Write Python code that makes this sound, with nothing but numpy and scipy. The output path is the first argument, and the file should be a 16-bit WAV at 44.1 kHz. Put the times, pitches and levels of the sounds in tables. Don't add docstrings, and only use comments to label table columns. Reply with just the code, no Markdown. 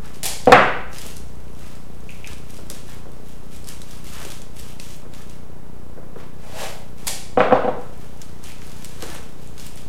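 import sys
import numpy as np
from scipy import signal
from scipy.fft import rfft, irfft, next_fast_len
from scipy.io import wavfile

SR = 44100
rng = np.random.default_rng(int(sys.argv[2]) if len(sys.argv) > 2 else 0)


def bounce(signal):
    frames = np.transpose(np.atleast_2d(signal))
    limited = np.clip(frames, -1, 1)
    pcm = np.round(limited * 32767).astype(np.int16)
    wavfile.write(sys.argv[1], SR, pcm)


N = 435708

# f/Hz, t60/s
ROOM_DECAY = [(100, 0.89), (500, 0.57), (1500, 0.67), (4000, 0.64), (8000, 0.55), (15000, 0.37)]
# f/Hz, level/dB
AIR_COLOUR = [(12, -38), (20, -3), (32, -38.5), (55, -13), (100, -19.5), (190, -24), (300, -29),
              (430, -30.5), (600, -32.5), (980, -34.5), (1700, -43), (4000, -51), (10000, -53.5),
              (16000, -56)]
# f/Hz, level/dB, fade/(dB/s)
HUM_TONES = [(59.9, -49.5, 1.3), (585, -63.5, 0)]
# f/Hz, level/dB
FLUTTER_COLOUR = [(15, 1.5), (30, 3.5), (60, -13), (90, -2), (150, 1.5), (240, -4), (280, -8.5), (480, -16),
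                  (700, -20.5), (3000, -49.5)]
# t/s, hold/s, crinkle/dB, rubbing/dB
FINGER_PRESSES = [(0.04, 0.045, -51, -45.5), (0.141, 0.028, -49.5, -54.5), (0.938, 0.17, -43, -49),
                  (1.58, 0.15, -51, -50), (2.09, 0.13, -53, -60), (2.277, 0.035, -44, -45.5),
                  (2.495, 0.095, -49.5, -58), (2.72, 0.038, -48.5, -46), (2.889, 0.039, -45.5, -47),
                  (3.262, 0.061, -53, -69), (3.53, 0.035, -47.5, -54), (3.679, 0.048, -43.5, -48),
                  (3.882, .1, -49, -52), (4.06, 0.28, -43.5, -51), (4.139, 0.079, -46, -41.5),
                  (4.566, 0.15, -48, -53), (4.815, 0.13, -45.5, -55), (5.149, 0.051, -48, -50),
                  (5.307, 0.035, -53, -54), (6.188, 0.029, -54, -44.5), (7.0, 0.11, -48.5, -49),
                  (8.008, 0.047, -53, -52), (8.206, 0.025, -54.5, -51), (8.442, 0.063, -46, -48),
                  (8.62, 0.42, -49.5, -54), (9.013, 0.15, -45, -40.5), (9.416, 0.046, -53.5, -57),
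                  (9.597, 0.072, -43, -52.5), (9.77, 0.035, -49, -58)]
# t/s, hold/s, crinkle/dB, rubbing/dB
RESTING_GRIPS = [(0.95, 3.1, -61, -62.5), (7.8, 2.5, -58.5, -59.5)]
# f/Hz, level/dB
CRINKLE_COLOUR = [(880, -39), (1500, -9.5), (2340, -2.5), (3120, -1), (4040, -4.5), (6240, -3.5),
                  (10100, -6.5), (15100, -11), (16000, -40)]
# f/Hz, level/dB
FINGER_COLOUR = [(200, -29), (500, -4), (1300, 0), (2300, -7), (4000, -12.5), (9000, -31)]
# f/Hz, level/dB
CREASE_COLOUR = [(500, -54), (1500, 9), (2800, 5.5), (11000, 6.5), (13500, -1), (16000, -8)]
# t/s, length/s, level/dB
TAPE_TEARS = [(0.2318, 0.0011, -19), (0.234, 0.017, -26), (0.2548, 0.014, -21), (7.0692, .007, -22),
              (7.077, 0.0057, -18.5)]
# f/Hz, level/dB
FIBRE_COLOUR = [(200, -26), (400, -9), (750, -5.5), (1300, -15.5), (2200, -10.5), (4600, -6.5), (6200, -7),
                (9500, -5), (12500, -8.5), (16000, -20)]
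# f/Hz, sharpness, lift/dB
STRIP_MODES = [(811, 6, 5), (1850, 18, 5.5), (2290, 16, 5.5), (3370, 16, 3.5), (4660, 12, 2), (7150, 20, 3)]
# t/s, level/dB, centre f/Hz
CREASE_SNAPS = [(0.4573, -24, 3500), (0.9845, -21.5, 5590), (1.1678, -26, 7410), (2.2736, -24.5, 4980),
                (2.7004, -18.5, 7100), (3.6732, -27, 8950), (3.6877, -18.5, 8200), (3.8174, -26.5, 4275),
                (3.9098, -30, 5000), (4.2505, -24.5, 6340), (4.418, -27.5, 6000), (4.5961, -26, 7500),
                (4.7987, -22.5, 3580), (5.1372, -31, 3500), (5.2972, -31.5, 4480), (8.217, -24.5, 5400),
                (8.44, -26.5, 6500), (8.846, -22.5, 6470), (9.024, -16.5, 4020), (9.58, -27.5, 4420)]
# t/s, level/dB, contact cut-off f/Hz, hard edge/dB, room/dB
ROLL_BOUNCES = [(0.4726, 1.5, 720, -20, 3), (0.521, 8, 2760, -9, -3), (7.374, -3.5, 950, -16, 5),
                (7.4045, -8, 3040, -16, -4.5), (7.51, -12.5, 1300, -21, 2.5), (7.5237, 0, 1025, -17, -2),
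                (7.645, -11.5, 687, -17.5, 2), (7.679, -9.5, 845, -32, -3),
                (7.7826, -23.5, 614, -30, -13.5)]
# f/Hz, level/dB, t60/s
TABLE_MODES = [(140.4, -24.5, 0.3), (195, -18.5, 0.21), (273, -16, 0.12), (495.2, -1, 0.063),
               (632, -17.5, 0.18), (628, -11.5, 0.038), (761, -3, 0.061), (805, -9, 0.2), (1079, 0, 0.022),
               (1127, -6, 0.059), (1332, -4, 0.063), (1350, -15, 0.07), (1532, 3, 0.0096),
               (1800, -10, 0.075), (1954, -8.5, 0.03), (2484, -6.5, 0.038), (2560, -20, 0.047),
               (2997, -8.5, 0.02)]
# f/Hz, level/dB
THUD_COLOUR = [(80, -6), (250, 6.5), (380, -13), (700, -2), (1400, -27), (2500, -9), (3450, -10),
               (4000, -46), (8000, -63), (16000, -68)]
# f/Hz, level/dB
CLATTER_COLOUR = [(80, -17), (250, -24.5), (400, -3), (760, -3.5), (1500, -1), (2500, -4.5), (3400, -8.5),
                  (4100, -14.5), (6000, -24.5), (9000, -29), (16000, -54)]
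# t/s, level/dB
HAND_BUMPS = [(1.049, -29), (2.588, -29), (2.705, -28.5), (3.055, -33), (4.249, -26.5), (5.05, -33.5),
              (5.975, -29), (6.028, -33.5), (6.159, -27.5), (9.025, -24), (9.15, -31)]
# f/Hz, level/dB
BODY_COLOUR = [(90, -67), (220, 8), (480, 12), (800, 1.5), (1400, -3.5), (3000, -30), (8000, -45)]
# t/s, level/dB
STIFF_TICKS = [(2.0920, -29), (2.244, -25), (8.501, -32.5)]
# t/s, hold/s, level/dB
TAPE_PULLS = [(6.44, .1, -47), (6.605, 0.042, -29.5)]
# f/Hz, level/dB
GLUE_COLOUR = [(200, -35), (380, -15.5), (540, -4.5), (780, -8.5), (1300, -17), (2500, -16.5), (4200, -20),
               (7200, -22.5), (12500, -26), (16000, -36)]


def amp(db):
    return 10 ** (np.asarray(db) / 20)


def unit(x):
    return x / np.sqrt(np.mean(x ** 2) + 1e-20)


def along(points, hz):
    f, v = np.transpose(points)
    return np.interp(np.log(hz + 1), np.log(f + 1), v)


def add(track, s, sound):
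    part = track[max(round(s * SR), 0):][:len(sound)]
    part += sound[:len(part)]


def shaped(x, gain):
    size = 2 * next_fast_len(len(x) // 2 + 4096)
    cepstrum = irfft(np.log(np.maximum(gain(np.fft.rfftfreq(size, 1 / SR)), 1e-6)))
    cepstrum[1:size // 2] *= 2
    cepstrum[size // 2 + 1:] = 0
    return irfft(rfft(x, size) * np.exp(rfft(cepstrum)))[:len(x)]


def coloured(x, points):
    return shaped(x, lambda f: amp(along(points, f)))


def resonance(hz, centre_hz, sharpness):
    return 1 / np.hypot(1, sharpness * (hz / centre_hz - centre_hz / (hz + 1)))


def ping(gain):
    x = shaped(signal.unit_impulse(SR // 8), gain)
    return x / np.linalg.norm(x)


def burst(t60):
    t = np.arange(SR // 8) / SR
    return rng.standard_normal(len(t)) * amp(-60 * t / t60)


def slips(per_second, spread_db, size=N):
    happens = rng.random(size) < per_second / SR
    return happens * rng.choice([-1, 1], size) * amp(spread_db * np.clip(rng.standard_normal(size), -2, 2))


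def strokes(rows, rise_s=0.048, fall_s=0.1, column=2):
    t = np.arange(0, N, 64) / SR
    power = np.zeros(len(t))
    for row in rows:
        start, hold = row[:2]
        away = np.maximum(start - t, 0) / rise_s + np.maximum(t - start - hold, 0) / fall_s
        power += amp(row[column] - 20 * away) ** 2
    return np.interp(np.arange(N) / SR, t, np.sqrt(power))


def echo(x, build_s=0.0015, air_hz=12000):
    hz, t, noise = signal.stft(rng.standard_normal(SR), SR, nperseg=256)
    air_loss = 1 / np.sqrt(1 + (hz[:, None] / air_hz) ** 6)
    decay = amp(-60 * t / along(ROOM_DECAY, hz)[:, None])
    tail = signal.istft(noise * air_loss * decay, SR, nperseg=256)[1]
    tail *= 1 - np.exp(-(np.arange(len(tail)) / SR / build_s) ** 2)
    return signal.fftconvolve(x, tail / np.linalg.norm(tail))


def in_room(x, wet_db):
    out = amp(wet_db) * echo(x)
    add(out, 0, x)
    return out


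def click(t60, gain, wet_db):
    direct = shaped(burst(t60), gain)
    direct /= np.abs(direct).max()
    out = amp(wet_db) * np.linalg.norm(direct) * echo(ping(gain))
    add(out, 0, direct)
    return out


def room_tone():
    t = np.arange(N) / SR
    out = amp(-42) * unit(coloured(rng.standard_normal(N), AIR_COLOUR))
    for hz, db, fade in HUM_TONES:
        tone = np.sqrt(2) * np.sin(2 * np.pi * (hz * t + rng.random()))
        out += amp(db - fade * (t - t.mean())) * tone
    return out


def camera_flutter(frame_hz=30.022):
    t = np.arange(N) / SR
    pulses = np.diff(np.floor((t - 0.003) * frame_hz), prepend=-1)
    return amp(-42) * unit(coloured(pulses - pulses.mean(), FLUTTER_COLOUR))


def drone(centre_hz=415):
    band = shaped(rng.standard_normal(N), lambda f: resonance(f, centre_hz, sharpness=2.7) ** 2)
    return amp(-54) * unit(band)


def pressed_foil():
    pressure = strokes(RESTING_GRIPS + FINGER_PRESSES)
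    sliding = strokes(RESTING_GRIPS + FINGER_PRESSES, column=3)
    crinkle = in_room(pressure * unit(coloured(slips(1200, spread_db=0.5), CRINKLE_COLOUR)), wet_db=-8)
    crackle = in_room(pressure * unit(coloured(slips(45, spread_db=6.5), CRINKLE_COLOUR)), wet_db=1)
    rub = in_room(sliding * unit(coloured(slips(600, spread_db=3), FINGER_COLOUR)), wet_db=-3.5)
    return (amp(-2) * crinkle + amp(-10) * crackle + amp(-4) * rub)[:N]


def small_creases(count=130, centre_hz=6000, spread_octaves=0.66, spread_db=3):
    pressure = strokes(RESTING_GRIPS + FINGER_PRESSES)
    chance = np.cumsum(np.sqrt(pressure))
    moments = np.searchsorted(chance, chance[-1] * rng.random(count))
    scatter = np.clip(rng.standard_normal((count, 2)), -2, 2)
    out = np.zeros(N)
    for i, (size, pitch) in zip(moments, scatter):
        hz = centre_hz * 2 ** (spread_octaves * pitch)
        crease = lambda f: resonance(f, hz, sharpness=1.55) * amp(along(CREASE_COLOUR, f))
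        tick = shaped(burst(t60=0.0046), crease)
        strength = amp(-28 + spread_db * size) * (pressure[i] / pressure.max()) ** 0.73
        add(out, i / SR, strength * tick / np.abs(tick).max())
    return in_room(out, wet_db=-3.5)[:N]


def tape_tears(wet_db=-1.5):
    out = np.zeros(N)
    lift_db = lambda f: sum(db * resonance(f, hz, q) ** 2 for hz, q, db in STRIP_MODES)
    fibre = ping(lambda f: amp(along(FIBRE_COLOUR, f) + lift_db(f)))
    for s, length, db in TAPE_TEARS:
        size = int(length * SR)
        breaks = slips(9000, spread_db=4, size=size)
        breaks /= np.linalg.norm(breaks) + 1e-9
        strength = amp(db) * np.sqrt(size)
        add(out, s, strength * signal.fftconvolve(breaks, fibre))
        add(out, s, strength * amp(wet_db) * echo(fibre, build_s=size / SR))
    return out


def crease_snaps(lag_s=0.015):
    out = np.zeros(N)
    for s, db, hz in CREASE_SNAPS:
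        crease = lambda f: resonance(f, hz, sharpness=0.65) * amp(along(CREASE_COLOUR, f))
        snap = amp(db + 1) * click(t60=0.011, gain=crease, wet_db=-4.5)
        add(out, s, snap)
        for delay, after_db in zip(rng.uniform(0, lag_s, size=3), rng.normal(-11, 1.8, size=3)):
            add(out, s + delay, amp(after_db) * snap[:SR // 200])
    return out


def roll_drops():
    out, t = np.zeros(N), np.arange(SR // 3) / SR
    hz, db, t60 = np.transpose(TABLE_MODES)[:, :, None]
    thud = ping(lambda f: amp(along(THUD_COLOUR, f)))
    clatter = ping(lambda f: amp(along(CLATTER_COLOUR, f)))
    for s, blow_db, contact_hz, edge_db, wet_db in ROLL_BOUNCES:
        mode_db = db + rng.standard_normal(db.shape)
        modes = amp(mode_db - 60 * t / t60) * np.sin(2 * np.pi * hz * t)
        modes[1::2] *= -1
        direct = amp(-2) * modes.sum(axis=0)
        radiated = amp(-9) * direct
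        add(radiated, 0, amp(16) * clatter)
        add(direct, 0, amp(-4) * thud / np.abs(thud).max())
        knock = amp(wet_db) * echo(radiated, build_s=0.017)
        add(knock, 0, direct)
        add(knock, 0.008, amp(-7) * direct)
        contact = lambda f: np.maximum(1 / np.sqrt(1 + (f / contact_hz) ** 5.9), amp(edge_db))
        add(out, s, amp(blow_db) * shaped(knock, contact))
    return out


def hand_bumps():
    out = np.zeros(N)
    body = lambda f: amp(along(BODY_COLOUR, f))
    for s, db in HAND_BUMPS:
        add(out, s, amp(db - 2) * click(t60=0.06, gain=body, wet_db=-1.5))
    return out


def stiff_ticks():
    out = np.zeros(N)
    ring = lambda f: resonance(f, centre_hz=2480, sharpness=3.6) ** 2
    for s, db in STIFF_TICKS:
        add(out, s, amp(db + 1) * click(t60=0.0041, gain=ring, wet_db=-1))
    return out


def tape_pull():
    releases = coloured(slips(2500, spread_db=4), GLUE_COLOUR)
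    rasp = unit(in_room(releases, wet_db=-0.5)[:N])
    return strokes(TAPE_PULLS, rise_s=0.11, fall_s=0.21) * rasp


def scene():
    tape = roll_drops() + tape_tears() + tape_pull()
    sculpture = pressed_foil() + small_creases() + crease_snaps() + stiff_ticks() + hand_bumps()
    background = room_tone() + camera_flutter() + drone()
    return (tape + sculpture + background)[None]


def record(dry, offset=-0.08, top_hz=16000):
    clipped = np.clip(dry + offset, -1, 1)
    size = next_fast_len(N + SR // 4)
    padded = np.pad(clipped, ((0, 0), (0, size - N)), mode="edge")
    passband = np.fft.rfftfreq(size, 1 / SR) < top_hz
    return irfft(rfft(padded) * passband, size)[:, :N]


dry = scene()
out = record(dry)
bounce(out)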